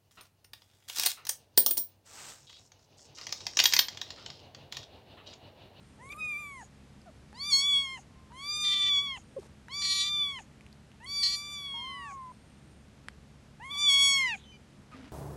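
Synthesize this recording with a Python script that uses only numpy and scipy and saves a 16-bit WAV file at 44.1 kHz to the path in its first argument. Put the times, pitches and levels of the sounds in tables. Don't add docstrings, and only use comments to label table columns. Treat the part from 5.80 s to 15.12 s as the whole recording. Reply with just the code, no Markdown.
import sys
import numpy as np
from scipy import signal
from scipy.fft import rfft, irfft, next_fast_len
from scipy.io import wavfile
from scipy.ndimage import uniform_filter1d

SR = 44100
rng = np.random.default_rng(int(sys.argv[2]) if len(sys.argv) > 2 else 0)


def master(y):
    cut = np.clip(np.atleast_2d(y).T, -1, 1)
    pcm = np.round(cut * 32767)
    wavfile.write(sys.argv[1], SR, pcm.astype(np.int16))


N = 411012

# t/s, aimed pitch f/Hz, effort level/dB, mouth resonance f/Hz
MEW_1 = [(0.185, 1022, -2, 1660), (0.295, 1127, -4.5, 1880), (0.323, 1213, 0.1, 3060),
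         (0.352, 1170, -7.5, 1460), (0.393, 1278, -0.6, 1800), (0.411, 1249, -0.94, 2370),
         (0.484, 1227, -1.0, 2420), (0.556, 1163, -1.6, 2370), (0.597, 1209, -1, 2030),
         (0.747, 1100, -2.5, 1850), (0.834, 1030, 0.4, 1400)]
MEW_2 = [(1.525, 1024, 2.9, 4700), (1.609, 1204, 1.03, 4400), (1.694, 1226, 1.1, 4070),
         (1.732, 1099, 1.73, 4145), (1.798, 1111, 1.46, 3870), (1.874, 1153, -0.22, 3390),
         (1.966, 1115, 0.16, 3380), (2.028, 1106, -0.58, 3090), (2.086, 1066, -1.2, 2830),
         (2.193, 1100, -0.73, 2400)]
MEW_3 = [(2.503, 1165, -0.5, 3340), (2.604, 1191, -0.2, 3800), (2.698, 1223, -0.5, 4510),
         (2.795, 1221, -0.2, 4070), (2.923, 1185, -1.0, 3600), (3.078, 1169, -1.49, 3510),
         (3.188, 1122, -1.15, 3300), (3.234, 1147, -2.5, 3380), (3.384, 1036, -2, 2530)]
MEW_4 = [(3.88, 1120, 1.2, 3370), (3.964, 1174, -0.5, 4230), (4.046, 1157, 0.0, 4200),
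         (4.131, 1160, 0.38, 4080), (4.212, 1161, 0.42, 3900), (4.307, 1192, -0.8, 3810),
         (4.431, 1160, -1.26, 3450), (4.534, 1109, -2, 3010), (4.608, 952, -2.5, 2350)]
MEW_5 = [(5.2, 1097, 1.5, 2370), (5.256, 1192, -0.2, 2280), (5.27, 1257, 1, 4220), (5.45, 1163, -0.5, 4390),
         (5.57, 1170, -1.43, 4270), (5.723, 1177, -2, 4000), (5.906, 1109, -3.5, 3460),
         (6.06, 1056, -3.0, 2914), (6.208, 1002, -3, 2320), (6.326, 967, -0.85, 2070)]
MEW_6 = [(7.797, 1035, 1.3, 2110), (7.855, 1155, -2, 2560), (7.888, 1120, -3.5, 2600),
         (7.925, 1197, -1.8, 3770), (7.952, 1145, -1.33, 3760), (8.01, 1181, -.5, 3910),
         (8.077, 1155, -0.5, 3540), (8.104, 1112, 0.6, 3116), (8.262, 1117, 0.76, 3070),
         (8.37, 1103, 0.26, 2753), (8.45, 1055, -0.8, 2270), (8.562, 953, 1.36, 2500)]


def amp(db):
    return 10 ** (np.asarray(db) / 20)


def unit(x):
    return x / np.sqrt(np.mean(x ** 2) + 1e-20)


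def read(points, hz):
    f, value = np.transpose(points)
    return np.interp(np.log(hz + 1), np.log(f), value)


def add(mix, start_s, sound):
    part = mix[max(round(start_s * SR), 0):][:len(sound)]
    part += sound[:len(part)]


def noise(size, colour):
    padded = next_fast_len(size + 2048)
    spectrum = rfft(rng.standard_normal(padded)) * colour(np.fft.rfftfreq(padded, 1 / SR))
    return unit(irfft(spectrum, padded)[:size])


def wander(size, rate_hz):
    return noise(size, lambda f: np.exp(-(f / rate_hz) ** 2))


def band(size, hz, octaves):
    return noise(size, lambda f: np.exp(-.5 * (np.log2((f + 1) / hz) / octaves) ** 2))


def fade(t, start, end, edge_s):
    ramp = np.clip(np.minimum(t - start, end - t) / edge_s, 0, 1)
    return np.sin(np.pi / 2 * ramp) ** 2


def mew(course, level_db, slope_db, tense_s, relax_s, strain_jitter=0.051, shimmer_db=0.67, side_db=-47,
        breath_db=-36, slip_hz=100, fits_db=3, split_waver_db=3, sheen_db=-71, sheen_rise_s=0.078):
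    jitter = .0018
    upper_side_db, hiss_db = -9.5, -4
    hiss_resonance = 0.38
    start, end = course[0][0], course[-1][0]
    t = np.arange(start, end, 1 / SR)
    size = len(t)
    glide_hz, effort_db, mouth_hz = gesture(t, course, tense_s, relax_s)

    side, rasp = break_shares(t, side_db, breath_db)
    side = side * amp(split_waver_db * wander(size, 35))
    rasp = rasp * amp(fits_db * wander(size, 60))

    pitch_hz = uniform_filter1d(glide_hz, size=500, mode="nearest")
    unsteadiness = jitter * wander(size, 67) + strain_jitter * rasp * wander(size, 350)
    pitch_hz = pitch_hz * (1 + unsteadiness)
    phase = 2 * np.pi * np.cumsum(pitch_hz) / SR

    slow_hz = pitch_hz / 3
    slipping_hz = slow_hz + slip_hz * rasp * wander(size, 120)
    slow_phase = 2 * np.pi * np.cumsum(slipping_hz) / SR

    family = [(-0.0022, 0.97), (-1, side), (1, side * amp(upper_side_db))]  # (step/slow_hz, gain)
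    tone = np.zeros(size)
    for k in range(1, 14):
        shimmer = amp(shimmer_db * np.sqrt(k / 2) * wander(size, 22))
        members = family if k > 1 else family[:1]
        for step, share in members:
            gain = voice_gain(k * glide_hz + step * slow_hz, glide_hz, slope_db, effort_db, mouth_hz)
            tone += share * shimmer * gain * np.cos(k * phase + step * slow_phase - k ** 2 / 2)

    sheen = np.zeros(size)
    for k in range(6, 11):
        sheen += amp(sheen_db + shimmer_db * wander(size, 22)) * np.sin(k * phase - k ** 2 / 2)
    sheen = sheen * fade(t, start, end + sheen_rise_s / 2, sheen_rise_s)

    hz, at_s, z = signal.stft(rng.standard_normal(size), SR, nperseg=256)
    frame_pitch, frame_effort, frame_mouth = [np.interp(at_s + start, t, c)
                                              for c in (glide_hz, effort_db, mouth_hz)]
    z = z * voice_gain(hz[:, None], frame_pitch, slope_db, frame_effort, frame_mouth, hiss_resonance)
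    hiss = signal.istft(z, SR, nperseg=256)[1][:size]
    hiss = hiss * np.sqrt(SR / 2 / pitch_hz) * (1 + .5 * np.cos(slow_phase))

    voice = amp(level_db) * (np.sqrt(2) * tone + amp(hiss_db) * rasp * hiss) + np.sqrt(2) * sheen
    return start, voice * fade(t, start, end, 0.0043)


def gesture(t, course, tense_s, relax_s):
    scoop, attack_db = .232, 9
    drop, release_db = .251, 6
    s, *columns = np.transpose(course)
    aim_hz, effort_db, mouth_hz = [np.interp(t, s, c) for c in columns]
    starting = np.exp((t[0] - t) / tense_s)
    ending = np.exp((t - t[-1]) / relax_s)
    pitch_hz = aim_hz * (1 - scoop * starting) * (1 - drop * ending)
    return pitch_hz, effort_db - attack_db * starting - release_db * ending, mouth_hz


def break_shares(t, side_db, breath_db, last_rasp_db=0, last_s=0.0204):
    settle_db = 6
    # start t/s, end t/s, side tone re harmonic level/dB, rasp before settling level/dB
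    breaks = [(0.323, .344, -29, -4.5), (1.71, 1.728, -27.5, -20), (1.75, 1.83, -37, -38),
              (2.837, 2.93, -12, -11), (2.918, 3.097, -6.5, -15.5), (3.134, 3.173, -25, -17),
              (4.017, 4.09, -9.5, -6.5), (4.058, 4.297, -8, -16.5), (5.429, 5.56, -4.5, -13),
              (8.102, 8.115, -43.5, -19.5), (8.377, 8.462, -29, -23), (8.458, 8.54, -29, -17.5)]
    side = np.full(len(t), amp(side_db))
    rasp = np.full(len(t), amp(breath_db))
    for start, end, split_db, rasp_db in breaks:
        inside = (t >= start) & (t < end)
        middle = np.sin(np.pi * (t[inside] - start) / (end - start)) ** 2
        side[inside] = amp(split_db)
        rasp[inside] = amp(rasp_db - settle_db * middle * min((end - start) / 0.17, 1))
    rasp[t > t[-1] - last_s] = amp(last_rasp_db)
    return uniform_filter1d(np.array([side, rasp]), size=400, axis=1)


def voice_gain(hz, pitch_hz, slope_db, effort_db, mouth_hz, resonance=1):
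    mouth_peak_db, mouth_width_hz = 26.5, 316
    brighten, top_harmonic = 3.03, 8.1
    # f/Hz, level/dB
    throat = [(400, -14), (800, 0), (1200, 0), (2300, 5.4), (3400, 2.5), (4600, 2.6), (5600, 2),
              (7000, 2.5), (9000, -9), (10500, -9), (11700, -15), (13000, -24)]
    octaves = np.log2(np.clip(hz / pitch_hz, 1, top_harmonic))
    folds_db = effort_db + (slope_db + brighten * effort_db) * octaves
    mouth_db = resonance * mouth_peak_db / np.hypot(1, (hz - mouth_hz) / mouth_width_hz)
    return amp(folds_db + mouth_db + read(throat, hz))


def last_flap(course, db=-49, hz=780, length_s=0.015):
    t = np.arange(0, length_s, 1 / SR)
    flap = np.sin(2 * np.pi * hz * t) * np.sin(np.pi * t / length_s)
    return course[-1][0] - length_s / 2, amp(db) * flap


def puff(course, db=-65, hz=6700, length_s=0.12, octaves=0.067, wide_db=-5, wide_octaves=0.43):
    t = np.arange(0, length_s, 1 / SR)
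    hiss = band(len(t), hz, octaves) + amp(wide_db) * band(len(t), hz, wide_octaves)
    hiss = hiss * np.sin(np.pi * t / length_s) ** 2
    return course[-1][0] - length_s / 2, amp(db) * unit(hiss)


def hand_echo(x, share=0.54, delay_s=.0016, sway_s=.00008):
    treble = signal.sosfilt(signal.butter(2, 5000, "highpass", fs=SR, output="sos"), x)
    late = np.arange(N) - SR * (delay_s + sway_s * wander(N, 3.3))
    return x + share * np.interp(late, np.arange(N), treble)


def peep(rows, overtone_db, jitter=0.0047):
    s, hz, db = np.transpose(rows)
    t = np.arange(s[0], s[-1], 1 / SR)
    pitch_hz = np.interp(t, s, hz) * (1 + jitter * wander(len(t), 120))
    phase = 2 * np.pi * np.cumsum(pitch_hz) / SR
    tone = np.sin(phase) + amp(overtone_db) * np.sin(2 * phase)
    return s[0], np.sqrt(2) * amp(np.interp(t, s, db)) * tone * fade(t, s[0], s[-1], 0.00084)


def squeak(start, end, first_hz, last_hz, db, swell_db=7):
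    rows = [(start, first_hz, db - swell_db),
            ((start + end) / 2, (first_hz + last_hz) / 2, db),
            (end, last_hz, db - swell_db)]
    return peep(rows, overtone_db=-12)


def tick(start, peak_db, hz, length_s, crack=0.2):
    t = np.arange(0, .03, 1 / SR)
    ring = np.sin(2 * np.pi * hz * t) + crack * band(len(t), 2 * hz, 1.07)
    click = ring * t * np.exp(-2 * t / length_s) / length_s
    click = click + 0.012 * band(len(t), hz, 1) * np.exp(-t / 0.0039)
    return start, amp(peak_db) * click / abs(click).max()


def rustle(start, end, db, hz, octaves, grain_db=3.0):
    t = np.arange(start, end, 1 / SR)
    grains = band(len(t), hz, octaves) * amp(grain_db * wander(len(t), 320))
    return start, amp(db) * unit(grains) * fade(t, start, end, 0.0075)


def insect(start, end):
    return rustle(start, end, db=-77.5, hz=8730, octaves=0.02)


def yard(x, wet_db=-29, t60_s=0.27):
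    t = np.arange(0, .5, 1 / SR)
    tail = band(len(t), 3500, 1.0) * amp(-60 * t / t60_s) * (t > .004)
    return x + amp(wet_db) * signal.fftconvolve(x, tail / np.linalg.norm(tail))[:N]


def background(air_db=-56.65, swell_db=0.2, hum_waver=0.01278):
    # f/Hz, level/dB
    air_colour = [(15, -49), (25, -11.5), (60, -2), (134, -3.5), (169, -5.5), (231, -5.5), (331, -12.5),
                  (1030, -21.5), (2130, -24), (7940, -34), (8800, -35.5), (12000, -42), (15600, -89),
                  (22000, -120)]
    # f/Hz, peak level/dB
    hum_partials = [(70, -61.5), (140, -61.5), (210, -63)]
    air = noise(N, lambda f: amp(read(air_colour, f))) * amp(air_db + swell_db * wander(N, 3.6))
    warped_s = np.cumsum(1 + hum_waver * wander(N, 5.02)) / SR
    hum = sum(amp(db + 0.87 * wander(N, 5)) * np.sin(2 * np.pi * hz * warped_s)
              for hz, db in hum_partials)
    return air + hum


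def scene():
    # course, level/dB, spectral slope/(dB/octave), tensing time/s, relaxing time/s
    mews = [(MEW_1, -60.2, -1.65, 0.028, .031), (MEW_2, -55, 0.12, 0.075, 0.023),
            (MEW_3, -51, 1.72, 0.091, .017), (MEW_4, -53.5, 0.27, .028, 0.00844),
            (MEW_5, -56.5, 5.2, 0.098, .063), (MEW_6, -49.5, 1.1, .049, .048)]
    # t/s, f/Hz, level/dB
    litter_mate = [(5.94, 927, -49.5), (6.0, 951, -50), (6.08, 1076, -46), (6.18, 1131, -46.2),
                   (6.29, 1132, -44.5), (6.41, 1045, -44), (6.52, 996, -48.5)]
    # t/s, f/Hz, level/dB
    blip = [(3.562, 530, -54), (3.568, 530, -35), (3.58, 554, -37), (3.59, 394, -38.5), (3.603, 355, -50)]
    # start t/s, end t/s, first f/Hz, last f/Hz, mid level/dB
    squeaks = [(1.259, 1.304, 780, 586, -51.5), (2.304, 2.504, 1070, 1027, -66),
               (7.879, 8.201, 940, 935, -61), (8.64, 8.77, 3075, 3010, -57.5),
               (8.718, 8.77, 2420, 2350, -57.5), (9.12, 9.155, 1285, 1180, -50)]
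    # t/s, peak level/dB, centre f/Hz, length/s
    ticks = [(0.292, -48, 3800, 0.00086), (1.529, -42, 1510, 0.0006), (2.52, -45, 1100, .001),
             (1.217, -50, 5000, 0.00085), (3.884, -36, 1700, 0.00078), (4.809, -44, 2290, 0.00083),
             (4.865, -43, 2560, 0.00055), (4.928, -44, 4540, .0007), (5.117, -48, 2820, .0006),
             (5.245, -43.5, 8850, 0.0019), (7.285, -22, 1670, 0.00059), (7.955, -44, 895, .002)]
    # start t/s, end t/s, level/dB, centre f/Hz, width/octave
    rustles = [(0.175, 0.472, -63.5, 476, 0.48), (3.584, 3.677, -66.5, 4500, 0.91),
               (3.616, 3.67, -57.5, 450, 0.95), (8.566, 8.671, -63.5, 3525, 0.15),
               (9.108, 9.302, -58.5, 1100, 1.27), (9.139, 9.292, -51.5, 266, 0.1)]
    # start t/s, end t/s
    insect_spells = [(0, 0.38), (3.351, 3.7), (6.297, 7.05)]
    near = np.zeros(N)
    for course, *manner in mews:
        add(near, *mew(course, *manner))
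        add(near, *last_flap(course))
        add(near, *puff(course))
    near = hand_echo(near)
    add(near, *peep(litter_mate, overtone_db=-26.0))
    add(near, *peep(blip, overtone_db=-24.5))
    for source, rows in [(squeak, squeaks), (tick, ticks), (rustle, rustles), (insect, insect_spells)]:
        for row in rows:
            add(near, *source(*row))
    return (yard(near) + background())[None]


def record(dry, low_cut_hz=36, edge_hz=12250):
    thinned = signal.sosfilt(signal.butter(2, low_cut_hz, "highpass", fs=SR, output="sos"), dry)
    low_pass = signal.firwin(401, edge_hz, window=("kaiser", 9), fs=SR)
    return signal.oaconvolve(thinned, low_pass[None], "same")


dry = scene()
out = record(dry)
master(out)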